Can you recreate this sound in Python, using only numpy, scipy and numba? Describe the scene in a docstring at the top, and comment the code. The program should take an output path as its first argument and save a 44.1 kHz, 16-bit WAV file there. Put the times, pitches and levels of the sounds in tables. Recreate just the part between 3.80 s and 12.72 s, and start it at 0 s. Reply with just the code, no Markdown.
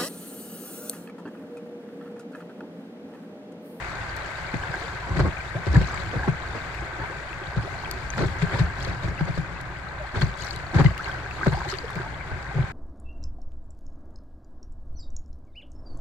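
"""On a fast river, aboard a drifting inflatable kayak, with a phone as the microphone.
The current rushes all round as shaped noise with fizzing bubbles; ripples babble as clouds of dying sines.
Wavelets slap the bow in a dense crackle, and trapped air thuds under the soft hull as sagging pulses.
Spray patters back, drops plop, droplets tick close by and large single bubbles glide in pitch.
The phone's two ports stand close together and colour all this differently."""
import sys
import numpy as np
from scipy import signal
from scipy.fft import rfft, irfft, next_fast_len
from scipy.io import wavfile
from scipy.ndimage import uniform_filter1d
from numba import njit

SR = 44100
rng = np.random.default_rng(int(sys.argv[2]) if len(sys.argv) > 2 else 0)


def output_pcm(signal):
    """Save a mono or channel-first signal as 16-bit PCM at the path in sys.argv[1].

    Samples are clipped to [-1, 1] before scaling.
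    """
    pcm = np.clip(np.atleast_2d(signal).T, -1, 1) * 32767
    wavfile.write(sys.argv[1], SR, np.round(pcm).astype(np.int16))


N = 393354
T = np.arange(N) / SR  # s
TOP_HZ = 15900  # the ports pass nothing much above this
PORT_LAG_S = 0.00024  # the longest travel time between the two ports

# Wavelets meeting the bow; each slaps, then the air it traps thuds. Levels are ahead of the layer gains:
# (time of the slap's peak [s], slap level [dB], slap rise [s], brightness relative to the slap [dB],
#  thud level [dB], thud pitch at its peak [Hz])
BOW_WAVES = [(.743, -25, 0.0052, -7.5, -24, 129), (1.302, -36.5, 0.049, -17, -18, 101),
             (1.368, -32, 0.013, -1, -21, 160), (1.398, -21.5, 0.012, -8.5, -13, 133),
             (1.429, -41, 0.017, -19, -18, 91), (1.459, -24.5, 0.015, -27, -27, 118),
             (1.752, -33.5, 0.013, -17, -19.5, 121), (1.871, -22.5, 0.0058, -7, -13.5, 89),
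             (1.952, -22, 0.018, -9, -6, 96), (2.015, -22, .004, -6.5, -23, 144),
             (2.354, -30.5, 0.032, -11, -22, 116), (2.48, -22, 0.0079, -14, -16, 150),
             (2.756, -30, 0.013, -9, -36, 130), (3.2, -39, .014, -15, -27, 115),
             (3.768, -33, .012, -6, -15, 138), (4.385, -27, .016, -3.5, -20, 162),
             (4.417, -22.5, 0.014, -11.5, -19.5, 126), (4.446, -28.5, 0.012, -10, -17.5, 123),
             (4.621, -30, 0.0074, 4, -17, 145), (4.737, -29.5, 0.024, -5.5, -19, 120),
             (4.794, -31.5, 0.011, 4.5, -11, 120), (5.079, -34, 0.015, -16, -23.5, 102),
             (5.24, -31, .011, -1.5, -18, 118), (5.281, -33.5, .009, -18, -23, 102),
             (5.409, -26, 0.0035, -8.5, -16, 152), (5.484, -31.5, 0.013, -7, -20.5, 116),
             (5.578, -25.5, 0.0046, -8, -18.5, 171), (6.362, -30.5, .026, -4, -17.5, 104),
             (6.423, -29, 0.01, 3.5, -11.5, 130), (6.954, -26, 0.023, -6, -8.5, 123),
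             (6.996, -19.5, 0.017, -11, -10.5, 122), (7.046, -27, 0.0039, 0, -7.5, 131),
             (7.666, -17.5, 0.008, -14, -13.5, 124), (7.721, -53, 0.011, -16, -20, 130),
             (8.157, -40, .012, -11, -26, 166), (8.515, -33, 0.0056, -13, -21.5, 100),
             (8.753, -37, 0.014, -17, -15.5, 128), (8.788, -34, 0.024, -12, -13, 133)]


def undb(db):
    """Decibels to gain."""
    return 10 ** (np.asarray(db) / 20)


def unit(x):
    """Scale to rms 1."""
    return x / np.sqrt(np.mean(x ** 2))


def walk(rate):
    """A randomly wandering level: values held for 1 / rate s, then smoothed twice; spread near 1."""
    hold = int(SR / rate)
    steps = np.repeat(rng.standard_normal(N // hold + 1), hold)
    return 1.3 * uniform_filter1d(uniform_filter1d(steps, hold), hold)[:N]


def colour(x, points, modes=(), size=4096):
    """Causal filter through (Hz, dB) points, plus bell-shaped resonances or dips (Hz, width Hz, dB)."""
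    f = np.maximum(np.fft.rfftfreq(size, 1 / SR), 1)
    hz, db = np.transpose(points)
    curve = np.interp(np.log(f), np.log(hz), db)
    curve = curve + sum(d / (1 + (2 * (f - c) / w) ** 2) for c, w, d in modes)
    # folding the cepstrum forward in time gives the minimum-phase response
    cepstrum = irfft(np.log(undb(curve)))
    cepstrum[1:size // 2] *= 2
    cepstrum[size // 2 + 1:] = 0
    impulse = irfft(np.exp(rfft(cepstrum)))
    return signal.oaconvolve(np.atleast_2d(x), impulse[None], axes=1)[:, :N]


def split(x, hz):
    """The parts below and above a frequency."""
    low = signal.sosfiltfilt(signal.butter(2, hz, fs=SR, output="sos"), x)
    return low, x - low


def swell(s, rise, sharp=2):
    """An envelope starting rise s before its peak at s and dying more slowly: (first sample, envelope)."""
    age = np.arange(1, int(7 * rise * SR)) / (rise * SR)  # in rise times
    return int((s - rise) * SR), (age * np.exp(1 - age)) ** sharp


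def add(track, start, sound):
    """Mix a sound in from a sample on."""
    start = max(start, 0)
    track[..., start:start + sound.shape[-1]] += sound[..., :N - start]


def swells(rows, sharp):
    """The joint envelope of swells given as (time of the peak [s], level [dB], rise [s])."""
    out = np.zeros(N)
    for s, db, rise in rows:
        start, envelope = swell(s, rise, sharp)
        add(out, start, undb(db) * envelope)
    return out


def wash():
    """White noise from all sides: two close ports hear it alike in the bass and unrelated in the treble."""
    mid, side = rfft(rng.standard_normal((2, next_fast_len(N))))
    alike = np.sinc(np.linspace(0, SR, len(mid)) * PORT_LAG_S) * undb(-.6)  # correlation at each frequency
    mid, side = mid * np.sqrt(1 + alike), side * np.sqrt(1 - alike)
    return unit(irfft([mid + side, mid - side])[:, :N])


@njit
def ring(start, hz, life, size, glide, skew):
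    """Each bubble is a dying sine whose pitch glides; it reaches the ports with a phase difference."""
    out = np.zeros((2, N))  # start and life are in samples, glide is the pitch change over a life
    for k in range(len(start)):
        first = int(start[k])
        z, port = size[k] + 0j, np.exp(1j * skew[k])
        step = 2 * np.pi * hz[k] / SR
        turn = np.exp(1j * step - 5 / life[k])  # one sample's rotation and decay
        bend = np.exp(1j * step * glide[k] / life[k])
        for i in range(min(int(life[k]), N - first)):
            onset = min(i * step / 4, 1.)
            out[0, first + i] += onset * (z * port).imag
            out[1, first + i] += onset * (z / port).imag
            z, turn = z * turn, turn * bend
    return out


def froth(rate, lo_hz, hi_hz, cycles, spread_db, glide=0.35):
    """A cloud of bubbles from all sides, rate a second, many faint and a few strong; rms 1."""
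    when, pitch, size, length, climb, side = rng.random((int(rate * N / SR), 6)).T
    hz = lo_hz * (min(hi_hz, TOP_HZ) / lo_hz) ** pitch
    life = cycles * (.5 + length) * SR / hz
    strength = undb(-spread_db * np.log(size + 1 / 200))
    skew = (2 * side - 1) * np.pi * hz * PORT_LAG_S
    return unit(ring(when * (N - 1), hz, life, strength, glide * (2 * climb - .5), skew))


def current(at):
    """Base levels of rush, hiss and eddies along the hull (dB) at the given times, before layer gains."""
    # the open river: (time [s], rush level [dB], hiss level [dB], eddy level [dB])
    river_levels = [(0.0, -35, -50, -40.5), (1.81, -37.5, -52.5, -41), (2.06, -35, -51, -34.5),
                    (3.5, -37.5, -53.5, -41.5), (4.65, -36.5, -52, -33.5), (5.96, -39, -57, -40.5),
                    (7.87, -38.5, -53.5, -37.5), (8.3, -39, -56.5, -38.5), (8.92, -40, -54, -39.5)]
    s, *columns = np.transpose(river_levels)
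    return [np.interp(at, s, column) for column in columns]


def river():
    """Countless far bubbles merge into a rush that wavers band by band; nearer ones fizz through it."""
    # the rush's spectrum: (frequency [Hz], level [dB])
    rush_spectrum = [(25, 4), (38, 0.5), (56, 16.5), (85, 7.5), (125, 9), (200, -3.5), (270, 3), (380, -3),
                     (700, 3.5), (1500, 2), (4000, -1.5), (16000, -7.5)]
    level_db, hiss_db, eddy_db = current(T)
    low, rest = split(colour(wash(), rush_spectrum), 290)
    body, hiss = split(rest, 2900)
    low = unit(low) * undb(eddy_db + 0.17 + 1.0 * walk(26))
    body = body * undb(level_db + 9.0 + 0.71 * walk(14))
    hiss = hiss * undb(hiss_db + 22.5 + walk(24))
    fizz = froth(rate=700, lo_hz=2235, hi_hz=13460, cycles=38.5, spread_db=3.5) * undb(hiss_db + 14)
    return low + body + hiss + fizz


def ripples(floor_db=-44.5):
    """Small crests fold over, spit and babble; the largest air pockets glug against the hull."""
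    # crests folding over beside the boat, ahead of the cloud gains: (time of the peak [s], level [dB], rise [s])
    crest_swells = [(.93, -38, .17), (1.42, -48, 0.072), (2.48, -59, 0.091), (3.2, -42, 0.12),
                    (3.8, -41.5, 0.089), (4.73, -37, 0.14), (6.63, -41.5, 0.033), (7.0, -32.5, 0.052),
                    (7.3, -40.5, 0.085), (7.69, -35, 0.14), (8.19, -38, 0.059)]
    level = np.hypot(undb(floor_db), swells(crest_swells, sharp=1.4))  # the floor: ripples that never stop
    spit = froth(rate=150, lo_hz=946, hi_hz=3900, cycles=7.2, spread_db=2.0) * undb(-3.0)
    babble = froth(rate=380, lo_hz=657, hi_hz=1986, cycles=21.5, spread_db=4.5, glide=0.2) * undb(-1.0)
    gurgle = froth(rate=90, lo_hz=301.6, hi_hz=866, cycles=19.3, spread_db=3.5, glide=0.36) * undb(-4.0)
    glug = froth(rate=40, lo_hz=108.3, hi_hz=171, cycles=7.0, spread_db=1.0, glide=0.076) * undb(-6.0)
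    # sparse near bubbles
    plips = froth(rate=22, lo_hz=897, hi_hz=3630, cycles=45, spread_db=3.5, glide=0.25) * undb(-7.5)
    return level * (spit + babble + gurgle + glug + plips)


def pockets(scatter_db=1.5, scatter_octaves=0.36):
    """Air pockets under the hull (time s, level dB, pitch Hz): one a wave, its rebound, and chance lapping."""
    delay_cycles = 1.54  # a thud peaks this many of its own cycles after the slap
    struck = [(s + delay_cycles / hz, db, hz) for s, *_, db, hz in BOW_WAVES]
    # the hull springs back with a second thud: later, softer and lower
    rebound_s, rebound_db, rebound_pitch = 0.0359, -10, 0.75
    rebounds = [(s + rebound_s, db + rebound_db, hz * rebound_pitch) for s, db, hz in struck]
    # faint thuds at random times; their level is relative to the eddies
    laps_per_s, lap_db, lap_hz = 6.1, 3, 113
    when, size, pitch = rng.random((int(laps_per_s * N / SR), 3)).T
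    when = when * T[-1]
    level_db = current(when)[2] + lap_db + scatter_db * (2 * size - 1)
    pitch_hz = lap_hz * 2 ** (scatter_octaves * (2 * pitch - 1))
    return struck + rebounds + list(zip(when, level_db, pitch_hz))


def thuds(rise_cycles=1.726, sag=0.075, wobble=0.11, width=0.31, churn_db=-12):
    """Trapped air pulses for a few cycles, sagging in pitch, and shakes the inflated tubes."""
    # how the soft hull favours or damps a thud: (frequency [Hz], width [Hz], level [dB])
    hull_resonances = [(61, 14, 2), (101, 35, -6), (150, 46, 1.5), (226, 55, -3)]
    out, shake = np.zeros((2, N)), np.zeros(N)
    drift = walk(130)
    for s, db, hz in pockets():
        start, envelope = swell(s, rise_cycles / hz, sharp=1.71)
        age = np.arange(len(envelope)) * hz / (rise_cycles * SR)  # in rise times
        wander = drift.take(start + np.arange(len(age)), mode="wrap")
        pitch = hz * np.exp(-sag * (age - 1) + wobble * wander)
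        phase = 2 * np.pi * np.cumsum(pitch) / SR
        # each pocket sits somewhere else under the hull
        skew = width * rng.standard_normal() * np.array([[1], [-1]])
        add(out, start, undb(db) * envelope * np.sin(phase + skew))
        add(shake, start, undb(db) * envelope)
    churn_spectrum = [(20, -13), (55, 4.5), (90, -10.5), (170, 0.5), (300, -18.5), (900, -32.0), (4000, -73)]
    churn = unit(colour(wash(), churn_spectrum))
    return colour(out + undb(churn_db) * shake * churn, [(20, 0), (1000, 0)], hull_resonances)


def ticks(count=600, decay_s=.0014):
    """Droplets land close to the phone with a hard, bright tick: a quickly dying burst of noise."""
    # droplets ticking on the deck, ahead of the tick's colour: (time [s], level [dB])
    deck_ticks = [(.365, -14), (2.945, -23), (4.112, 0), (5.812, -17), (6.761, -14), (7.179, -14.5),
                  (8.105, -16), (8.155, -17)]
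    out = np.zeros((2, N))
    decay = np.exp(-np.arange(count) / SR / decay_s)
    for s, db in deck_ticks:
        add(out, int(s * SR), undb(db) * rng.standard_normal((2, count)) * decay)
    return colour(out, [(500, -35), (2800, -14), (4200, 0.5), (8000, -1), (10500, 7), (14000, 9), (16000, -8)])


def spray(thrown_db=-18, thrown_rise_s=0.051):
    """Thrown water patters back in clumps: tiny ringing bubbles, a few hard pinpricks and a fine mist."""
    # showers falling back, ahead of the layer gains: (time of the peak [s], level [dB], rise [s])
    falling_water = [(.97, -45, 0.094), (2.14, -42.5, .1), (3.98, -50.5, 0.23), (5.03, -43, 0.086),
                     (6.64, -38, 0.083), (7.26, -44, 0.077), (7.7, -46, 0.29), (7.9, -36, 0.027),
                     (8.17, -53, 0.048)]
    # each slap throws its own spray, levelled from the slap's bright part
    thrown = [(s, db + bright_db + thrown_db, thrown_rise_s) for s, db, _, bright_db, *_ in BOW_WAVES]
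    shower = swells(falling_water + thrown, sharp=1.65)
    patter = froth(rate=2200, lo_hz=3964, hi_hz=14140, cycles=40, spread_db=4.5, glide=0.04)
    plinks = froth(rate=170, lo_hz=2680, hi_hz=5080, cycles=47, spread_db=3.0, glide=.08)
    pricks = froth(rate=420, lo_hz=1380, hi_hz=8900, cycles=2.6, spread_db=4.5)
    mist = froth(rate=900, lo_hz=11500, hi_hz=15000, cycles=15, spread_db=4.0, glide=.03)
    clumps = undb(walk(60))
    return shower * clumps * (undb(10.5) * patter + undb(5.5) * plinks + undb(1.0) * pricks + undb(3.5) * mist)


def slaps():
    """A wavelet bursts on the bow in a dense crackle of short-lived bubbles."""
    # the slap's spectrum: (frequency [Hz], level [dB])
    splash_spectrum = [(100, -12.5), (200, 6), (380, 0), (700, -4.5), (1500, -5.5), (4000, 0.5), (8000, -7),
                       (16000, -15)]
    crackle = froth(rate=2600, lo_hz=198.6, hi_hz=11700, cycles=3.84, spread_db=1.5)
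    crackle = unit(colour(crackle, [(200, -20), (10000, 6.0)]))  # small bubbles crack hardest
    swirl = rng.standard_normal((2, N))  # turbulence on each side of the hull is its own
    dull, bright = split(colour(crackle + undb(-1.5) * swirl, splash_spectrum), 1350)
    s, db, rise, bright_db, _, _ = np.transpose(BOW_WAVES)
    blow = swells(zip(s, db, rise), sharp=1.32)
    burst = swells(zip(s, db + bright_db, rise), sharp=2.25)
    fits = undb(2 * walk(240))  # the sheet tears in fits
    return undb(8.0) * (dull * blow + bright * burst * fits)


def drops(life_s=0.014, glide=0.053, splat_db=-5, splat_s=0.00052, count=600):
    """A drop splats on the surface and the bubble it traps rings briefly."""
    # the nearest drops plopping into the water: (time [s], ring level [dB], starting pitch [Hz])
    near_drops = [(0.836, -20.5, 1610), (.94, -18.5, 1560), (2.433, -20, 1680), (3.53, -18, 2600),
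                  (4.047, -17.5, 3150), (4.303, -8, 6230), (4.336, -21, 1730), (4.38, -18, 1350),
                  (6.347, -24, 1630), (6.413, -11, 3320), (6.421, -9.5, 4360), (6.708, -10, 4350),
                  (6.867, -24, 4380), (7.062, -11, 2900), (7.178, -17, 2800), (7.244, -17, 4240),
                  (7.294, -23.5, 1470), (7.315, -17.5, 3180), (7.346, -26, 1550), (7.511, -17, 2600),
                  (7.632, -16.5, 1540), (7.986, -10.5, 4560), (8.101, -20, 1100), (8.188, -24.5, 1593)]
    s, db, hz = np.transpose(near_drops)
    skew = (rng.random(len(s)) - .5) * np.pi * hz * PORT_LAG_S
    life, climb = np.full(len(s), life_s * SR), np.full(len(s), glide)
    out = ring(s * SR, 1. * hz, life, undb(db), climb, skew)
    decay = np.exp(-np.arange(count) / SR / splat_s)
    for start, size in zip(s * SR, undb(db + splat_db)):
        add(out, int(start), size * rng.standard_normal((2, count)) * decay)
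    return out


def bubbles(swelling=0.23, flutter_db=1.5):
    """Large bubbles glide up as they surface, or down as a cavity deepens; their tone flutters."""
    # large single bubbles, ahead of the flutter:
    # (time of the start [s], peak level [dB], starting pitch [Hz], end pitch [Hz], length [s])
    single_bubbles = [(1.029, -32.5, 466, 433, 0.043), (1.218, -32.5, 1044, 737, 0.071),
                      (1.436, -29.5, 1087, 1100, 0.072), (1.746, -27.5, 518, 860, .048),
                      (1.955, -16.5, 1690, 1800, 0.01), (2.136, -28, 1150, 1430, 0.02),
                      (2.326, -33, 400, 716, 0.035), (2.43, -29, 890, 600, 0.069),
                      (3.208, -31, 840, 1100, 0.049), (4.621, -27, 403, 440, 0.043),
                      (6.194, -29.5, 632, 560, 0.045), (6.233, -32, 655, 1300, .05),
                      (7.057, -19.5, 2020, 2100, 0.016), (7.189, -28.5, 1185, 2010, .032),
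                      (7.718, -27, 848, 1090, 0.043), (7.769, -24, 850, 820, .022),
                      (7.85, -27, 786, 895, .028), (8.039, -25.5, 484, 420, 0.023)]
    out, flutter = np.zeros((2, N)), undb(flutter_db * walk(220))
    for s, db, hz, end_hz, length in single_bubbles:
        age = np.linspace(0, 1, int(length * SR))
        envelope = np.interp(age, [0, swelling, 1], [0, 1, 0])
        pitch = hz + (end_hz - hz) * age ** 1.38
        phase = 2 * np.pi * np.cumsum(pitch) / SR
        skew = (rng.random() - .5) * np.pi * hz * PORT_LAG_S * np.array([[1], [-1]])
        add(out, int(s * SR), undb(db) * envelope * np.sin(phase + skew))
    return out * flutter


def scene():
    """All the water round the boat."""
    return river() + ripples() + thuds() + slaps() + spray() + bubbles() + drops() + ticks()


def record(dry):
    """The right port is muffled and rings in the midrange; the left is more open. 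The top is cut."""
    # the ports' responses: (frequency [Hz], level [dB])
    left_response = [(60, 1), (130, 0.5), (175, 5.5), (250, -9.5), (380, -3), (1250, -1.5), (2100, 3.5),
                     (2850, -10), (4000, -10), (5300, -17), (7500, -12.5), (9400, -26.5), (13500, -29),
                     (16000, -32)]
    right_response = [(60, 0), (130, .5), (175, -6.5), (210, -1), (260, -4.5), (380, -2), (490, -6.5),
                      (700, -2), (1300, -4), (1750, -10), (2000, -10), (3800, -27.5), (8300, -24.5),
                      (9400, -38), (16000, -52)]
    # the ports' resonances and dips: (frequency [Hz], width [Hz], level [dB])
    left_resonances = [(347, 54, 3.5), (555, 52, 6), (1556, 170, 4.5), (4590, 1150, 5), (10500, 1100, 8.5),
                       (11360, 670, -15), (13300, 1200, 2.5)]
    right_resonances = [(388, 46, 7), (1432, 58, -7), (1559, 290, 14.5), (4560, 1020, 8.5)]
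    # samples: holds the left port back, to keep step with the slower, muffled right port
    held_back = np.pad(dry[0], (7, 0))[:N]
    left = colour(held_back, left_response, left_resonances)
    right = colour(dry[1], right_response, right_resonances)
    top_cut = signal.ellip(8, .2, 70, TOP_HZ, fs=SR, output="sos")
    return signal.sosfilt(top_cut, np.vstack([left, right]))


dry = scene()
out = record(dry)
output_pcm(out)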